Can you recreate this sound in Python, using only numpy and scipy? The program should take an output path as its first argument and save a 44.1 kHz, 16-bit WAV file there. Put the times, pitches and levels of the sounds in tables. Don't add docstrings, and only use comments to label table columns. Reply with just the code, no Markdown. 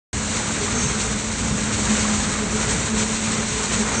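import sys
import numpy as np
from scipy import signal
from scipy.fft import rfft, irfft
from scipy.io import wavfile

SR = 44100
rng = np.random.default_rng(int(sys.argv[2]) if len(sys.argv) > 2 else 0)


def unload_audio(sound):
    columns = np.transpose(np.atleast_2d(sound))
    steps = np.round(np.clip(columns, -1, 1) * 32767)
    wavfile.write(sys.argv[1], SR, steps.astype(np.int16))


N = 176400
T = np.arange(N) / SR


def amp(db):
    return 10 ** (np.asarray(db) / 20)


def unit(x):
    return x / np.sqrt(np.mean(x ** 2) + 1e-20)


def curve(points):
    return np.interp(T, *np.transpose(points))


def drift(rate_hz):
    hz = np.fft.rfftfreq(N, 1 / SR)
    spectrum = rfft(rng.standard_normal(N))
    return unit(irfft(spectrum * np.exp(-.5 * (hz / rate_hz) ** 2) * (hz > 0), N))


def angle(hz):
    return 2 * np.pi * np.cumsum(hz) / SR


def smeared(phase, width_hz):
    return unit(drift(width_hz / 2) * np.cos(phase) + drift(width_hz / 2) * np.sin(phase))


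def colour(x, points):
    hz, db = np.transpose(points)
    log_hz = np.log(abs(np.fft.fftfreq(N, 1 / SR)) + 1)
    log_gain = np.log(amp(np.interp(log_hz, np.log(hz), db)))
    response = np.exp(np.conj(signal.hilbert(log_gain)))[:N // 2 + 1]
    return unit(irfft(rfft(x) * response, N))


def impacts(turn, per_s, spread_db, lock=.22):
    chance = per_s / SR * (1 + lock * np.cos(turn))
    size = amp(spread_db * np.minimum(rng.exponential(1, N), 4))
    return (rng.random(N) < chance) * size * rng.choice([-1, 1], N)


def pit(blows, places, t60_s=.15, reflection_db=1):
    t = T[:SR // 5]
    place = rng.integers(0, places, N)
    out = blows.copy()
    for k in range(places):
        tail = rng.standard_normal(len(t)) * np.exp(-np.log(1000) * t / t60_s)
        tail /= np.linalg.norm(tail)
        out += amp(reflection_db) * signal.oaconvolve(blows * (place == k), tail)[:N]
    return out


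# time_s, speed_hz
POKER_SPEED = [(.13, 207.4), (.3, 216.7), (.5, 220.5), (.68, 211.9), (1.0, 215.6), (1.45, 216.5),
               (1.9, 212), (2.05, 214.4), (2.25, 210.2), (2.55, 215.2), (2.72, 213.4), (2.95, 217.9),
               (3.4, 217), (3.6, 213.4), (3.8, 218), (4, 221)]


def rotation(wobble_hz=2.2):
    return angle(curve(POKER_SPEED) + wobble_hz * drift(10))


# time_s, level_db
HUM_LEVEL = [(.14, -29), (.21, -27.5), (.32, -31.5), (.41, -29.5), (.45, -37), (.51, -26), (.62, -38),
             (.72, -24), (.78, -38), (.87, -43), (.92, -37), (1.0, -25), (1.08, -33), (1.16, -24.5),
             (1.23, -37), (1.3, -31), (1.55, -24), (1.8, -24.5), (1.92, -18), (1.98, -30), (2.06, -20),
             (2.22, -23.5), (2.32, -31.5), (2.4, -23), (2.48, -31), (2.58, -19), (2.65, -34), (2.7, -23),
             (2.84, -40), (2.92, -19.5), (3.1, -23.5), (3.45, -26), (3.49, -40), (3.59, -23), (3.66, -35),
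             (3.81, -17), (3.91, -33), (3.98, -20.5)]
# time_s, level_db
OCTAVE_LEVEL = [(.13, -48), (.54, -49.5), (.75, -36), (.95, -41.5), (1.25, -42), (2.25, -45), (2.6, -42),
                (2.93, -37), (3.2, -44), (3.45, -50), (3.57, -35), (3.75, -37), (3.9, -42), (4, -41)]


def poker(turn, trim_db=-4, flutter_db=1.13, edge_db=-40):
    tone = unit(np.sin(turn) * amp(flutter_db * drift(15)))
    hum = amp(curve(HUM_LEVEL) + trim_db) * tone
    edge = amp(edge_db) * smeared(turn, width_hz=30.4)
    octave = amp(curve(OCTAVE_LEVEL)) * smeared(2 * turn, width_hz=26)
    return hum + edge + octave


# time_s, gain_db
CONTACT_GAIN = [(.13, -2), (.27, -2.5), (.33, 0.5), (.45, -1.7), (.68, -1), (.8, -0.5), (.93, -1),
                (1.03, 1.8), (1.12, -2.5), (1.3, -3), (1.39, -1), (1.46, -2), (1.55, -1.8), (1.68, -2),
                (1.76, -1), (1.93, 2.5), (2.1, 0), (2.35, 0), (2.45, -4), (2.57, -1.5), (2.63, -0.1),
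                (2.8, -0.1), (2.95, -3.5), (3.08, -1), (3.25, -1), (3.36, -0.3), (3.47, -0.5), (3.6, 1.3),
                (3.69, -0.8), (3.79, .7), (3.83, -2.5), (3.91, 0), (4, -1)]
# peak_s, half_width_s, boost_db
CONTACT_SURGES = [(1.739, 0.019, 3), (2.149, 0.018, 2.5), (2.702, 0.024, 4), (2.878, .028, 2.5),
                  (3, 0.041, 6), (3.137, 0.019, 1), (3.74, 0.017, 4)]


def contact():
    surges_db = sum(db * np.exp(-((T - peak_s) / half_s) ** 2) for peak_s, half_s, db in CONTACT_SURGES)
    return curve(CONTACT_GAIN) + surges_db


# freq_hz, gain_db
STEEL_SPECTRUM = [(600, -27), (1400, -8.5), (2200, -2), (3000, -5), (4200, -2.5), (4600, -6), (4930, -8.5),
                  (5400, -6), (5800, -1), (6400, 1), (7500, 1.5), (8300, 0), (8900, -9)]


def mesh(turn, contact_db, base_db=-25, flicker_db=.88):
    strikes = pit(impacts(turn, per_s=6500, spread_db=1.5), places=14)
    return colour(strikes, STEEL_SPECTRUM) * amp(base_db + contact_db + flicker_db * drift(14))


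# freq_hz, gain_db
GRAVEL_SPECTRUM = [(150, -12.5), (300, -0.5), (400, 4.5), (500, 3.5), (650, -1.5), (770, -2.5), (900, -1),
                   (1400, 0), (1750, -3), (2200, -3.5), (2900, -12.5), (4500, -24.5)]
# time_s, level_db
CHURN_LEVEL = [(.13, -33.5), (.25, -34.5), (.37, -32.5), (.5, -33), (.68, -31.5), (.78, -33), (1.0, -33.5),
               (1.27, -34.5), (1.6, -32.5), (1.99, -31), (2.33, -32), (2.45, -33), (2.55, -32), (2.65, -31),
               (2.94, -34), (3.01, -33.5), (3.25, -33), (3.33, -31), (3.47, -33.5), (3.7, -32),
               (3.92, -30.5), (4, -32)]


def gravel(turn, contact_db, trim_db=2.5, follow=.27, flicker_db=.9):
    knocks = pit(impacts(turn, per_s=2000, spread_db=2), places=10)
    level_db = curve(CHURN_LEVEL) + trim_db + follow * contact_db + flicker_db * drift(12)
    return colour(knocks, GRAVEL_SPECTRUM) * amp(level_db)


def clatter(turn, bars=32, low_hz=907, high_hz=1691, t60_s=.039, trim_db=-7.5):
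    t = T[:SR // 10]
    envelope = np.sqrt(t) * np.exp(-np.log(1000) * t / t60_s)
    out = np.zeros(N)
    for hz in np.geomspace(low_hz, high_hz, bars):
        ring = envelope * np.sin(2 * np.pi * hz * t)
        out += signal.oaconvolve(impacts(turn, per_s=5, spread_db=2.5), ring)[:N]
    return unit(out) * amp(curve(CHURN_LEVEL) + trim_db)


# shaft_order, level_db
ENGINE_ORDERS = [(1, -39.5), (2, -47), (5, -44.5), (9, -51.5)]
# freq_hz, gain_db
RUMBLE_SPECTRUM = [(10, -27), (25, -17), (38, -5), (52, 0.5), (70, 1.5), (100, 3), (140, -0.5), (190, 1),
                   (245, -1.5), (310, -9.5), (500, -38), (1500, -67.5)]
# time_s, level_db
RUMBLE_ENVELOPE = [(0.15, -29.5), (0.25, -32.5), (0.89, -28.5), (0.94, -31.5), (1.12, -29.5), (1.24, -34.5),
                   (1.53, -25.5), (1.59, -29.5), (2.24, -29.5), (2.3, -29), (2.33, -31.5), (2.82, -29),
                   (2.84, -30.5), (3.03, -30), (3.23, -33.5), (3.4, -28), (3.48, -32), (3.98, -31.5)]


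def engine(shaft_hz=57.8, waver=.01163, flutter_db=2.5, rumble_trim_db=1.26):
    shaft = angle(shaft_hz * (1 + waver * drift(1.45)))
    tones = np.zeros(N)
    for order, db in ENGINE_ORDERS:
        tone = np.sin(order * shaft + 2 * np.pi * rng.random())
        tones += amp(db) * unit(tone * amp(flutter_db * drift(3.1)))
    rumble = colour(rng.standard_normal(N), RUMBLE_SPECTRUM)
    return tones + rumble * amp(curve(RUMBLE_ENVELOPE) + rumble_trim_db)


# peak_s, half_width_s, pitch_hz, level_db
SWELLS = [(.63, 0.019, 408, -28), (2.429, 0.019, 428, -29), (2.558, 0.028, 425, -26.5),
          (2.689, .025, 425, -30), (3.022, 0.022, 432, -29.5), (3.1, 0.012, 433, -31),
          (3.409, 0.03, 434, -34), (3.815, 0.023, 404.3, -28)]


def swells():
    out = np.zeros(N)
    for peak_s, half_s, hz, db in SWELLS:
        envelope = np.exp(-((T - peak_s) / half_s) ** 2)
        out += amp(db) * envelope * unit(np.sin(2 * np.pi * (hz * T + rng.random())))
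    return out


# start_s, length_s, level_db
RUBS = [(0.713, 0.22, -29), (3.916, 0.21, -26.5)]
# pitch_hz, gain_db
RUB_PARTIALS = [(6345, 0), (5663, -8)]


def squeals(waver_hz=12, roughness=.55):
    envelope = np.zeros(N)
    for start_s, length_s, db in RUBS:
        envelope += amp(db) * np.sin(np.pi * np.clip((T - start_s) / length_s, 0, 1))
    tones = np.zeros(N)
    for hz, db in RUB_PARTIALS:
        phase = angle(hz + waver_hz * drift(17))
        tones += amp(db) * unit(np.sin(phase) + roughness * smeared(phase, width_hz=190))
    return envelope * tones


# start_s, length_s, start_pitch_hz, level_db
FALLING_TONES = [(.72, 0.16, 243, -28), (2.176, 0.19, 208, -31.5), (2.671, 0.123, 214.8, -28)]


def groans(sag=.67, bend_power=3.8):
    out = np.zeros(N)
    for start_s, length_s, hz, db in FALLING_TONES:
        progress = np.clip((T - start_s) / length_s, 0, 1)
        phase = angle(hz * (1 - sag * progress ** bend_power)) + 2 * np.pi * rng.random()
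        envelope = np.sqrt(4 * progress * (1 - progress))
        out += amp(db) * envelope * unit(np.sin(phase))
    return out


def scene():
    turn = rotation()
    contact_db = contact()
    hum = poker(turn)
    rattle = mesh(turn, contact_db) + gravel(turn, contact_db) + clatter(turn)
    return (hum + rattle + engine() + swells() + squeals() + groans())[None]


def record(dry, start_s=.13, rise_s=.002, cutoff_hz=8950):
    gate = np.clip((T - start_s) / rise_s, 0, 1)
    lowpass = signal.firwin(501, cutoff_hz, window=("kaiser", 9), fs=SR)
    return signal.oaconvolve(dry * gate, lowpass[None], "same")


dry = scene()
out = record(dry)
unload_audio(out)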